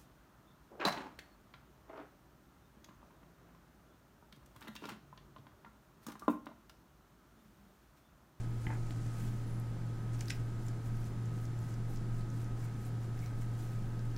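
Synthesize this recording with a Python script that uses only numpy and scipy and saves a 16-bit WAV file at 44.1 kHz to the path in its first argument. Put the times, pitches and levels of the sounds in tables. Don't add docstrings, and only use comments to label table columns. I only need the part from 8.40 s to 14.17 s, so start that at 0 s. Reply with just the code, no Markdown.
import sys
import numpy as np
from scipy import signal
from scipy.fft import rfft, irfft
from scipy.io import wavfile

SR = 44100
rng = np.random.default_rng(int(sys.argv[2]) if len(sys.argv) > 2 else 0)


def file_out(sig):
    cols = np.atleast_2d(sig).T
    lim = np.clip(cols, -1, 1)
    pcm = np.round(lim * 32767).astype(np.int16)
    wavfile.write(sys.argv[1], SR, pcm)


def volts_from_decibels(level):
    exponent = np.asarray(level, float) / 20
    return 10 ** exponent


N = 254567


def rms_one(x):
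    return x / np.sqrt(np.mean(x ** 2) + 1e-20)


def in_time(rows):
    s, *columns = np.transpose(rows)
    t = np.arange(N) / SR
    return [np.interp(t, s, column) for column in columns]


def bin_hz():
    return np.maximum(np.fft.rfftfreq(N, 1 / SR), 1)


def gain_at(points):
    hz, db = np.transpose(points)
    return volts_from_decibels(np.interp(np.log(bin_hz()), np.log(hz), db))


def shaped(x, gain):
    return irfft(rfft(x) * gain, N)


def band(x, low_hz, high_hz, order):
    edges = [low_hz, min(high_hz, .45 * SR)]
    return signal.sosfilt(signal.butter(order, edges, "band", fs=SR, output="sos"), x)


def drift(rate_hz):
    every = 40
    r = np.exp(-2 * np.pi * rate_hz * every / SR)
    noise = rng.standard_normal(N // every + 2002)
    slow = signal.lfilter([1], [1, -2 * r, r * r], noise)[2000:]
    return np.interp(np.arange(N) / every, np.arange(len(slow)), rms_one(slow))


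def ring(clicks, hz, t60_s):
    r = volts_from_decibels(-60 / (t60_s * SR))
    w = 2 * np.pi * hz / SR
    return signal.lfilter([0, np.sin(w)], [1, -2 * r * np.cos(w), r * r], clicks + 1e-18)


def stroke(end_s, length_s, growth_db, rise, fall):
    t = np.arange(N) / SR - end_s
    growth = growth_db * np.clip(t / length_s, -1, 0)
    return growth + rise * np.minimum(t + length_s, 0) - fall * np.maximum(t, 0)


AIR_DB = -42.5
# (frequency [Hz], relative level [dB per Hz])
AIR_SPECTRUM = [(6, -28), (13, -4.5), (19, 8), (24, -3.5), (33, -9), (48, -10.5), (85, -15), (103, -8.5),
                (116, -3.5), (124, -13), (135, -10.5), (190, -15), (300, -14.5), (404, -20.5), (610, -29.5),
                (720, -26), (1150, -33), (1500, -32), (2690, -42), (4000, -44.5), (7230, -47.5),
                (11000, -52.5), (15600, -60)]
# (frequency [Hz], width [Hz], level over the noise [dB])
DUCT_RESONANCES = [(62.5, 9.8, 5), (163.1, 15.3, 9), (205.2, 7.2, 10), (560, 20, 2), (872, 9.4, 2.5),
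                   (1557, 33, 5), (2440, 89, -2.5)]
# (frequency [Hz], side minus mid [dB])
STEREO_WIDTH = [(25, -43), (60, -36), (110, -40), (200, -45.5), (380, -29.5), (700, -20.5), (1290, -20),
                (2380, -13.5), (4400, -9), (8120, -6.5), (15000, -2)]


def air():
    colour = gain_at(AIR_SPECTRUM)
    for hz, width_hz, db in DUCT_RESONANCES:
        colour = colour * volts_from_decibels(db / (1 + (2 * (bin_hz() - hz) / width_hz) ** 2))
    mid, side = rng.standard_normal((2, N))
    mid = shaped(mid, colour)
    side = shaped(side, colour * gain_at(STEREO_WIDTH))
    scale = volts_from_decibels(AIR_DB) / np.sqrt(np.mean(colour ** 2))
    return scale * (mid + side * [[1], [-1]])


def tone(hz, db, waver_db):
    phase = 2 * np.pi * np.cumsum(hz) / SR
    return np.sqrt(2) * volts_from_decibels(db + waver_db * drift(12.0)) * np.sin(phase)


WHINE_HZ, WHINE_WANDER_HZ = 1267.1, .7
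WHINE_DB = -65.5
UPPER_WHINE_HZ, UPPER_WHINE_DB = 44.6, -12
IN_STEP_S = 5.36
# (frequency [Hz], rms level [dB])
MOTOR_HUMS = [(116.37, -39), (119.97, -54.7)]


def motor():
    t = np.arange(N) / SR - IN_STEP_S
    hum = sum(np.sqrt(2) * volts_from_decibels(db) * np.cos(2 * np.pi * hz * t) for hz, db in MOTOR_HUMS)
    whine_hz = WHINE_HZ + WHINE_WANDER_HZ * drift(0.617)
    whine = tone(whine_hz, WHINE_DB, waver_db=1.4)
    upper = tone(whine_hz + UPPER_WHINE_HZ, WHINE_DB + UPPER_WHINE_DB, waver_db=2.5)
    return hum + (whine + upper) * volts_from_decibels([[-.6], [.6]])


ROOM_T60_S, ROOM_DB, WALL_CUT_HZ = 0.17, -10.5, 3700


def room(x):
    t = np.arange(SR // 2) / SR
    tail = rng.standard_normal((2, len(t))) * volts_from_decibels(-60 * t / ROOM_T60_S)
    tail = tail * (t > .004)
    dull = signal.lfilter(*signal.butter(1, WALL_CUT_HZ, fs=SR), tail)
    dull = dull / np.sqrt(np.sum(dull[0] ** 2))
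    mid, side = signal.fftconvolve(x[None], dull, axes=1)[:, :N]
    side = volts_from_decibels(-0.5) * shaped(side, gain_at(STEREO_WIDTH))
    return volts_from_decibels(ROOM_DB) * (mid + side * [[1], [-1]])


SETTLE_S, SETTLE_LENGTH_S, SETTLE_DB = 0.305, 0.055, -50.5
SETTLE_RISE_DB_PER_S, SETTLE_SAG_DB, SETTLE_FALL_DB_PER_S = 900, 9, 450
BOUNCE_S, BOUNCE_DB = 0.0225, 2.5


def settling():
    end_s = SETTLE_S + SETTLE_LENGTH_S
    shape = stroke(end_s, SETTLE_LENGTH_S, -SETTLE_SAG_DB, SETTLE_RISE_DB_PER_S, SETTLE_FALL_DB_PER_S)
    t = np.arange(N) / SR - SETTLE_S + 0.0026
    bounce = BOUNCE_DB * np.sin(2 * np.pi * t / BOUNCE_S)
    return volts_from_decibels(SETTLE_DB - SETTLE_SAG_DB + shape + bounce + 0.8 * drift(60))


KNOCK_S, KNOCK_DB = .2672, -33
CONTACT_HZ = 3260
# (frequency [Hz], level against the blow [dB], t60 [s], murmur against the settling level [dB])
TABLE_MODES = [(70.4, 1, 0.074, -10), (200, 1, 0.061, -10), (350, -6, 0.033, -11), (846, -9, 0.037, 1.5),
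               (1440, -18, 0.015, -7.5), (1700, -6, 0.015, -8), (2040, 0.5, .016, -6),
               (2330, -5.5, 0.0099, -21), (3030, -7.5, 0.011, -24)]


def knock():
    blow = np.zeros(N)
    blow[round(KNOCK_S * SR)] = volts_from_decibels(KNOCK_DB)
    settle = settling()
    out = np.zeros(N)
    for k, (hz, db, t60_s, murmur_db) in enumerate(TABLE_MODES):
        out += (-1) ** k * volts_from_decibels(db) * ring(blow, hz, t60_s)
        murmur = rms_one(ring(rng.standard_normal(N), hz, 0.81 * t60_s))
        out += volts_from_decibels(murmur_db) * murmur * settle
    return signal.sosfilt(signal.butter(4, CONTACT_HZ, fs=SR, output="sos"), out)


SCRAPE_RISE_DB_PER_S, SCRAPE_FALL_DB_PER_S = 402, 264
RASP_CYCLES = 47
# (end time [s], level [dB], length [s], frequency [Hz])
RASP_STROKES = [(1.104, -70, .025, 10100), (1.167, -77, 0.027, 10100), (4.25, -70.5, .02, 2270),
                (4.86, -65, 0.032, 2240)]


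def rasps():
    noise = rng.standard_normal(N)
    out = np.zeros(N)
    for end_s, db, length_s, hz in RASP_STROKES:
        level = volts_from_decibels(db + stroke(end_s, length_s, 0, SCRAPE_RISE_DB_PER_S, SCRAPE_FALL_DB_PER_S))
        out += level * rms_one(ring(noise, hz, RASP_CYCLES / hz))
    return out


def faint_ticks():
    rows = []
    for lift_s, length_s, *_ in DAB_STROKES:
        a, b, c = rng.random(3)
        peak_db = -57 + 4.3 * (b - .5)
        centre_hz = 6500 * (0.9 + .4 * c)
        rows.append((lift_s - length_s * a, peak_db, centre_hz, -15, 1.5))
    return rows


SLAP_LOW_HZ, SLAP_HIGH_HZ = 1600, 3100
# (time [s], peak level [dB], centre [Hz], dull part against the peak [dB], length [ms])
SHEET_TICKS = [(.5066, -43.5, 4300, -2, 1.6), (1.1987, -46, 10000, -20, 1.4), (1.7918, -51, 5500, -12, 3.4),
               (1.8078, -31, 6050, -15, 1.45), (1.8107, -41.5, 6200, 1, 1.26), (1.8563, -44, 6200, -20, 2),
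               (1.8826, -35, 4660, -14, 1.92), (1.8975, -34, 6600, -14, .89),
               (1.9012, -31.5, 5460, -2, 1.1), (1.9039, -27.5, 5500, -1, 2.2), (1.907, -45, 8000, -13, 5.7),
               (1.9154, -52, 4960, 8, 1.1), (2.2657, -48, 7000, -18, 1.8), (2.283, -42, 6060, -20, 2.1),
               (2.642, -50, 6300, -3, 1.5), (2.8559, -52, 7000, -17, 2.3), (3.053, -48, 5860, -19, 1.5),
               (3.1894, -52, 7200, -15, 2.1), (3.3408, -48, 6000, -15, 1.3), (3.5604, -45, 6240, -15, 1.3),
               (3.5724, -48, 6000, -15, 0.93), (3.809, -53, 4600, -8, 1.3), (3.901, -48, 6050, -17, 1.7),
               (4.044, -48, 6500, -15, 1.5), (4.45, -50, 8500, -15, 1.5), (4.7765, -53, 6000, 2, 1.9),
               (4.791, -47, 6200, -13, 1.5), (4.8607, -46, 5560, -10, 1.5), (5.019, -49, 8000, -7, 2),
               (5.592, -47, 5340, -17, 1.7), (5.6521, -54, 9300, -20, 1.46), (5.763, -45, 5030, -7.5, 2.2)]


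def ticks(narrowest=1.12, widening=0.015, air_db=-12, air_hz=12500, snap=5.8):
    out = np.zeros(N + 1024)
    t = np.arange(1024) / SR
    for s, db, hz, dull_db, ms in SHEET_TICKS + faint_ticks():
        rise_s = max(ms, .2) / 2000
        burst = rng.standard_normal(1024) * t / rise_s * np.exp(1 - t / rise_s)
        burst[round(rise_s * SR)] += snap
        spread = narrowest + widening * max(db + 53, 0)
        bright = band(burst, hz / spread, hz * spread, order=2)
        bright = bright + volts_from_decibels(air_db) * band(burst, hz, max(air_hz, 1.7 * hz), order=1)
        slap = band(burst, SLAP_LOW_HZ, SLAP_HIGH_HZ, order=3)
        tick = bright / np.abs(bright).max() + volts_from_decibels(dull_db) * slap / np.abs(slap).max()
        at = round(s * SR)
        out[at:at + 1024] += volts_from_decibels(db) * tick
    return out[:N]


# (time [s], sheet rustle level [dB], fine hiss level [dB], paper scuff level [dB])
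HAND_LEVELS = [(0, -63, -83, -85), (.1, -78, -77, -83), (.26, -64, -73, -80), (.38, -68, -84, -74),
               (.5, -64, -80, -82), (.72, -63.5, -76, -74), (.81, -61, -67, -63), (.9, -67, -73, -69),
               (1.02, -69.5, -77, -76), (1.3, -85, -83, -85), (1.7, -84, -90, -77), (2.0, -69, -82, -75),
               (2.15, -75, -84, -88), (5.1, -78, -86, -78), (5.2, -64, -68, -67), (5.3, -69, -74, -70),
               (5.5, -78, -86, -74)]


def hands():
    return volts_from_decibels(np.array(in_time(HAND_LEVELS))) ** 2


# (end time [s], level [dB], length [s])
PAPER_SCUFFS = [(1.83, -61, 0.024), (1.95, -63, 0.072), (4.79, -74, .02), (4.854, -67, .015)]


def scuffs():
    return sum(volts_from_decibels(db + stroke(end_s, length_s, 0, SCRAPE_RISE_DB_PER_S, SCRAPE_FALL_DB_PER_S)) ** 2
               for end_s, db, length_s in PAPER_SCUFFS)


LAND_DB_PER_S, PRESS_DB, LIFT_DB_PER_S = 264, 4.5, 402
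# (lift time [s], length [s], sheet rustle level [dB], fine hiss level [dB])
DAB_STROKES = [(1.753, .02, -63, -74), (2.29, .06, -64.5, -69), (2.473, .02, -65, -67),
               (2.685, 0.14, -67, -70), (3.05, .13, -68, -71), (3.33, 0.13, -66.5, -71),
               (3.555, 0.058, -64.5, -67), (3.785, 0.036, -65, -70), (4.033, .1, -66.5, -70),
               (4.253, .05, -64, -68), (4.465, .05, -62, -66), (4.645, .02, -66, -71),
               (4.86, .08, -67, -70), (5.018, 0.013, -63, -64)]


def dabs():
    body, fine = np.zeros((2, N))
    for lift_s, length_s, body_db, fine_db in DAB_STROKES:
        shape = stroke(lift_s, length_s, PRESS_DB, LAND_DB_PER_S, LIFT_DB_PER_S)
        body += volts_from_decibels(body_db + shape) ** 2
        fine += volts_from_decibels(fine_db + shape) ** 2
    return body, fine


def slips(per_s, spread_db, smooth):
    sizes = volts_from_decibels(spread_db * np.minimum(rng.exponential(1, N), 3))
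    clicks = sizes * rng.choice([-1, 1], N) * (rng.random(N) < per_s / SR)
    return rms_one(clicks) + smooth * rng.standard_normal(N)


# (frequency [Hz], relative level [dB per Hz])
RUSTLE_COLOUR = [(2000, -4), (3500, -11), (5000, -8), (6800, -4.5), (9500, -9.5), (13000, -26)]
# (frequency [Hz], relative level [dB per Hz])
HISS_COLOUR = [(5000, -15), (9000, -0.5), (11500, 3), (14500, 0), (16000, -2)]
# (frequency [Hz], relative level [dB per Hz])
PAPER_COLOUR = [(1200, -9), (1800, -9), (2300, -7), (2900, -4), (4500, -12.5)]


def rubbing():
    hand_body, hand_fine, hand_paper = hands()
    dab_body, dab_fine = dabs()
    powers = (hand_body + dab_body, hand_fine + dab_fine, hand_paper + scuffs())
    out = np.zeros(N)
    for power, colour in zip(powers, (RUSTLE_COLOUR, HISS_COLOUR, PAPER_COLOUR)):
        grain = slips(per_s=900, spread_db=3.0, smooth=0.85)
        flutter = volts_from_decibels(1.9 * drift(39))
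        out += np.sqrt(power) * flutter * rms_one(shaped(grain, gain_at(colour)))
    return out


def scene():
    near = ticks() + knock() + rubbing() + rasps()
    return near + room(near) + motor() + air()


def top_cut(x):
    return signal.sosfilt(signal.butter(12, 16310, fs=SR, output="sos"), x)


def record(dry):
    low_pass = signal.ellip(10, .3, 70, 15750, fs=SR, output="sos")
    finished = signal.sosfilt(low_pass, dry)
    return top_cut(finished)


dry = scene()
out = record(dry)
file_out(out)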